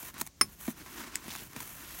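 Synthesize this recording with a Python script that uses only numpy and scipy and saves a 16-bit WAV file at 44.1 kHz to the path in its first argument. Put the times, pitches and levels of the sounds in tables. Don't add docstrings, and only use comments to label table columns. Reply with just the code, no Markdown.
import sys
import numpy as np
from scipy import signal
from scipy.fft import rfft, irfft
from scipy.io import wavfile

SR = 44100
rng = np.random.default_rng(int(sys.argv[2]) if len(sys.argv) > 2 else 0)


def unload_audio(sound):
    columns = np.transpose(np.atleast_2d(sound))
    steps = np.round(np.clip(columns, -1, 1) * 32767)
    wavfile.write(sys.argv[1], SR, steps.astype(np.int16))


N = 88200
T = np.arange(N) / SR

# time_s, level_db
PALM_STROKE = [(0, -43.5), (.035, -46.5), (.09, -44.5), (.125, -62.5), (.165, -67), (.205, -37),
               (.235, -69), (.27, -48.5), (.297, -95), (.39, -65.5), (.47, -60), (.53, -54), (.57, -63),
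               (.61, -46), (.655, -45), (.71, -41.5), (.745, -63), (.78, -51.5), (.85, -56), (1.0, -46),
               (1.11, -61), (1.25, -53.5), (1.33, -49.5), (1.43, -46.5), (1.48, -55), (1.54, -58),
               (1.62, -45.5), (1.7, -46), (1.77, -47.5), (1.8, -48.5), (1.87, -49.5), (1.96, -43.5),
               (2.0, -44)]
# pitch_hz, level_db
PALM_COLOUR = [(60, -8), (300, -6), (520, -6), (900, 0), (1600, 0), (3200, -3), (5000, -10.5), (6300, -1),
               (8000, -3.5), (10500, -0.5), (12500, 2), (15500, 0)]
# time_s, level_db
SLIDE_STROKE = [(0, -62), (.085, -49.5), (.13, -67), (.15, -53), (.2, -49.5), (.245, -93), (.3, -103),
                (.39, -71), (.46, -60.5), (.57, -71.5), (.75, -57.5), (.81, -51), (.845, -59), (.87, -52.5),
                (.92, -51), (1.01, -43), (1.1, -50.5), (1.14, -49.5), (1.21, -53), (1.27, -48.5),
                (1.34, -60), (1.42, -53.5), (1.49, -63.5), (1.53, -54), (1.58, -47), (1.68, -56.5),
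                (1.76, -59), (1.81, -51.5), (2.0, -59.5)]
# pitch_hz, level_db
SLIDE_COLOUR = [(60, -7), (170, -4), (310, 10.5), (520, -7), (760, -4.5), (1050, 2), (2000, -0.5),
                (3000, -6), (4600, -8), (6000, -7.5), (8000, -11), (15500, -21)]
# start_s, length_s, level_db
RASPS = [(1.109, 0.067, -51), (1.275, 0.16, -45), (1.819, 0.26, -53.5)]
# pitch_hz, level_db
RASP_COLOUR = [(300, -22), (900, -7), (2100, 2), (3500, 3), (4500, -0.5), (5600, 1), (7500, -6),
               (15500, -13)]
# start_s, level_db, length_s, treble_db, push_db (on the parcel, against the crack)
CREASES = [(.029, -42, .004, 6, -25), (.084, -39, .005, -2, -20), (.1418, -38, .0015, 0, -9),
           (.181, -38, .004, -2, -19), (.188, -39, .002, 2, -22), (.2125, -23, .002, 2, -17),
           (.2155, -21, .0017, 2, -14), (.2655, -42, .003, 7, -28), (.2733, -32, .0015, 1, -28),
           (.6795, -32, .009, -18, -20), (.862, -39, .01, -25, -16), (1.242, -39, .004, -4, -20),
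           (1.281, -35, .004, -3, -1), (1.304, -38, .004, 0, -24), (1.3205, -38, .003, -2, -24),
           (1.328, -36, .003, -1, -24), (1.3375, -34, .002, -1, -24), (1.3522, -27.5, .002, -4, -24),
           (1.361, -35, .003, 2, -24), (1.386, -39, .001, 0, -22), (1.42, -41, .002, -1, -4),
           (1.513, -44, .001, 0, -20), (1.5325, -39, .002, -3, -12), (1.5635, -29, .0025, -4, -10),
           (1.604, -33, .004, 1, -16)]
# pitch_hz, level_db
CREASE_COLOUR = [(100, -23), (350, 5), (520, -51), (660, 9), (850, 11), (1050, 12.5), (1400, 5.5),
                 (1800, 7.5), (2250, 7), (3100, 0.5), (4000, 4), (5200, -1), (6300, 5.5), (10000, 4),
                 (15500, 4)]
# pitch_hz, level_db, fall_by_60_db_s
PARCEL_MODES = [(160.7, -11.5, 0.16), (211, -4, 0.07), (243, -4, 0.068), (323, -4.5, 0.043),
                (356, -10, 0.039), (643, 0, 0.036), (1100, -35, 0.031)]
# start_s, level_db, contact_s
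THUMPS = [(0.6807, -26, 0.0019), (0.6839, -22.5, 0.0029)]
# start_s, level_db
KNIFE_HITS = [(.4114, -4), (.4120, 0), (.4172, -11)]
# pitch_hz, level_db
KNOCK_COLOUR = [(100, -18.5), (350, -9.5), (580, -18.5), (820, -11), (1080, 0.5), (1450, -5), (1850, -6.5),
                (2250, 0), (3000, -14.5), (4200, -15), (6500, -10.5), (8000, -20.5), (10500, -28),
                (15500, -24)]
# pitch_hz, level_db, fall_by_60_db_s
BLADE_MODES = [(5275, -17, 0.071), (9260, -25, 0.045), (5320, -19.5, 0.052), (9380, -19.5, 0.069),
               (9530, -20, 0.038), (10000, -26.5, 0.035), (10000, -24.5, 0.044), (11820, -43, .14),
               (13420, -36, .035), (15800, -38, 0.091)]
# pitch_hz, level_db, fall_by_60_db_s
TABLE_MODES = [(138, -42, .14), (212, -43, .28), (251, -39, .11), (347, -38, .1), (385, -49, .2),
               (1065, -21, .035), (1295, -21, .025), (1530, -24, .025), (1668, -24, .025),
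               (2016, -24, .025), (2233, -24, .028), (3140, -34, .035)]
# start_s, level_db
TICKS = [(1.1550, -28), (1.1563, -15), (1.1655, -37)]
# pitch_hz, level_db
TICK_COLOUR = [(200, -16), (1300, -18), (2100, -8), (3000, -10), (4000, -11), (5500, -7), (6600, -5),
               (7600, 3), (9500, -6), (11500, -15), (15500, -14)]
# start_s, level_db, length_s
NUDGES = [(0.012, -46, 0.033), (0.15, -55, 0.015), (0.411, -39.5, 0.027), (0.793, -52, 0.06),
          (1.23, -49, 0.083), (1.393, -47, .04), (1.549, -41, 0.025), (1.605, -44, 0.024)]
# pitch_hz, level_db
NUDGE_COLOUR = [(40, -32), (80, -4), (140, -1), (220, -9.5), (330, -11), (520, -15), (2000, -28)]
# pitch_hz, level_db
BACKGROUND_COLOUR = [(20, -44), (32, -21), (45, 5.5), (75, 3), (110, -6.5), (160, -0.5), (300, -13),
                     (600, -20), (1300, -27), (3900, -26.5), (4900, -24.5), (5600, -22.5), (6500, -20.5),
                     (7800, -26.5), (11000, -34.5), (15500, -32)]

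JUDDER_HZ = 43
RASP_EDGE_S = 0.029
ECHO_S, ECHO_DB = 0.00244, -17
SNAP_SHARE, CLUSTER_DB = 0.5, -2
TREBLE_HZ, CREASE_TAIL_DB, CREASE_TAIL_S = 3240, -25, 0.018
PUSH_S = 0.0019
PARCEL_LOW_HZ, TABLE_LOW_HZ = 140, 120
KNOCK_DB, KNOCK_S, KNOCK_TAIL_DB, KNOCK_TAIL_S = -12.5, 0.0018, -21.5, 0.012
BLADE_RISE_S, BLADE_BUZZ_DB, BLADE_BUZZ_HZ = 0.0005, 1.5, 250
TICK_S, TICK_TAIL_DB, TICK_TAIL_S = 0.0008, -29, 0.013
NUDGE_RISE_S = 0.008
BACKGROUND_DB = -57.5
CUTOFF_HZ = 15900


def from_db(db):
    return 10 ** (np.asarray(db) / 20)


def rms_one(x):
    return x / np.sqrt(np.mean(x ** 2) + 1e-20)


def coloured(x, points, size=4096):
    hz, db = np.transpose(points)
    grid = np.maximum(np.arange(size // 2 + 1) * SR / size, 1)
    gain = rms_one(from_db(np.interp(np.log(grid), np.log(hz), db)))
    cepstrum = irfft(np.log(gain))
    cepstrum[1:size // 2] *= 2
    cepstrum[size // 2 + 1:] = 0
    response = irfft(np.exp(rfft(cepstrum)))
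    return signal.fftconvolve(x, response)[:N]


def drift(hz):
    lowpass = signal.butter(2, hz, fs=SR, output="sos")
    return rms_one(signal.sosfilt(lowpass, rng.standard_normal(N)))


def decay(start, length):
    return (T >= start) * np.exp(-np.maximum(T - start, 0) / max(length, 1 / SR))


def click_at(start):
    return 1.0 * (np.arange(N) == int(start * SR))


def burst(start, length, tail_db, tail_s):
    snap = SNAP_SHARE * np.sqrt(length * SR / 2) * click_at(start)
    cluster = from_db(CLUSTER_DB) * rng.choice([-1, 1], N) * decay(start, length)
    tail = from_db(tail_db) * rng.standard_normal(N) * decay(start, tail_s)
    return snap + cluster + tail


def push(start, length):
    shape = np.sin(np.pi * np.clip((T - start) / length, 0, 1)) ** 2
    return shape / (shape.sum() + 1e-20)


def ring(force, modes):
    out = np.zeros(N)
    for hz, db, t60 in modes:
        radius = from_db(-60 / (t60 * SR))
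        angle = 2 * np.pi * hz / SR
        feedback = [1, -2 * radius * np.cos(angle), radius * radius]
        out += from_db(db) * signal.lfilter([0.5, 0, -0.5], feedback, force + 1e-18)
    return out


def ring_alternating(force, modes):
    return ring(force, modes[::2]) - ring(force, modes[1::2])


def without_bass(x, hz):
    return signal.sosfilt(signal.butter(2, hz, "high", fs=SR, output="sos"), x)


def friction(curve, colour, grains_per_s, size_spread_db, grain_db, judder_db):
    size_db = size_spread_db * np.minimum(rng.exponential(1, N), 5)
    sizes = from_db(size_db) * rng.choice([-1, 1], N)
    grains = rms_one(sizes * (rng.random(N) < grains_per_s / SR))
    rub = rms_one(rng.standard_normal(N) + from_db(grain_db) * grains)
    level_db = np.interp(T, *np.transpose(curve)) + judder_db * drift(JUDDER_HZ)
    return coloured(rub * from_db(level_db), colour)


def parcel(force):
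    return without_bass(ring(force, PARCEL_MODES), PARCEL_LOW_HZ)


def boxy(x):
    return x - from_db(ECHO_DB) * np.interp(T - ECHO_S, T, x, left=0)


def palm():
    return friction(PALM_STROKE, PALM_COLOUR,
                    grains_per_s=2500, size_spread_db=2.5, grain_db=1, judder_db=1.33)


def slide():
    return friction(SLIDE_STROKE, SLIDE_COLOUR,
                    grains_per_s=1800, size_spread_db=1.6, grain_db=-3.6, judder_db=1.87)


def rasps():
    curve = []
    for start, length, db in RASPS:
        swell = min(RASP_EDGE_S, length / 2)
        end = start + length
        curve += [(start - 0.001, -120), (start, db - 15), (start + swell, db)]
        curve += [(start + length * 0.7, db - 2), (end, db - 15), (end + 0.001, -120)]
    return friction(curve, RASP_COLOUR,
                    grains_per_s=1400, size_spread_db=3.2, grain_db=2, judder_db=2.0)


def creases():
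    cracks, force = np.zeros(N), np.zeros(N)
    lowpass = signal.butter(1, TREBLE_HZ, fs=SR)
    for start, db, length, treble_db, push_db in CREASES:
        crack = from_db(db) * burst(start, length, CREASE_TAIL_DB, CREASE_TAIL_S)
        low = signal.lfilter(*lowpass, crack)
        treble = crack - low
        cracks += low + from_db(treble_db) * treble
        force += from_db(db + push_db) * push(start, PUSH_S)
    return coloured(cracks, CREASE_COLOUR) + parcel(force)


def thump():
    return parcel(sum(from_db(db) * push(start, contact) for start, db, contact in THUMPS))


def knife_clink():
    knock = np.zeros(N)
    for start, db in KNIFE_HITS:
        knock += from_db(KNOCK_DB + db) * burst(start, KNOCK_S, KNOCK_TAIL_DB, KNOCK_TAIL_S)
    hardest = max(KNIFE_HITS, key=lambda hit: hit[1])[0]
    click = click_at(hardest)
    blade = ring_alternating(click, BLADE_MODES) * (1 - decay(hardest, BLADE_RISE_S))
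    buzz = from_db(BLADE_BUZZ_DB * drift(BLADE_BUZZ_HZ))
    table = ring_alternating(click, TABLE_MODES)
    wood = without_bass(coloured(knock, KNOCK_COLOUR) + table, TABLE_LOW_HZ)
    return wood + blade * buzz


def knife_tick():
    ticks = sum(from_db(db) * burst(start, TICK_S, TICK_TAIL_DB, TICK_TAIL_S) for start, db in TICKS)
    return coloured(ticks, TICK_COLOUR)


def nudges():
    level = np.zeros(N)
    for start, db, length in NUDGES:
        level += from_db(db) * (decay(start, length) - decay(start, NUDGE_RISE_S))
    return coloured(level * rng.standard_normal(N), NUDGE_COLOUR)


def background():
    return from_db(BACKGROUND_DB) * coloured(rng.standard_normal(N), BACKGROUND_COLOUR)


def scene():
    rubbing = palm() + slide()
    rumble = background()
    card = boxy(rubbing + rasps() + creases())
    mix = card + rumble + nudges() + thump() + knife_clink() + knife_tick()
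    return mix[None]


def record(dry):
    return signal.sosfilt(signal.ellip(10, 0.2, 70, CUTOFF_HZ, fs=SR, output="sos"), dry)


dry = scene()
out = record(dry)
unload_audio(out)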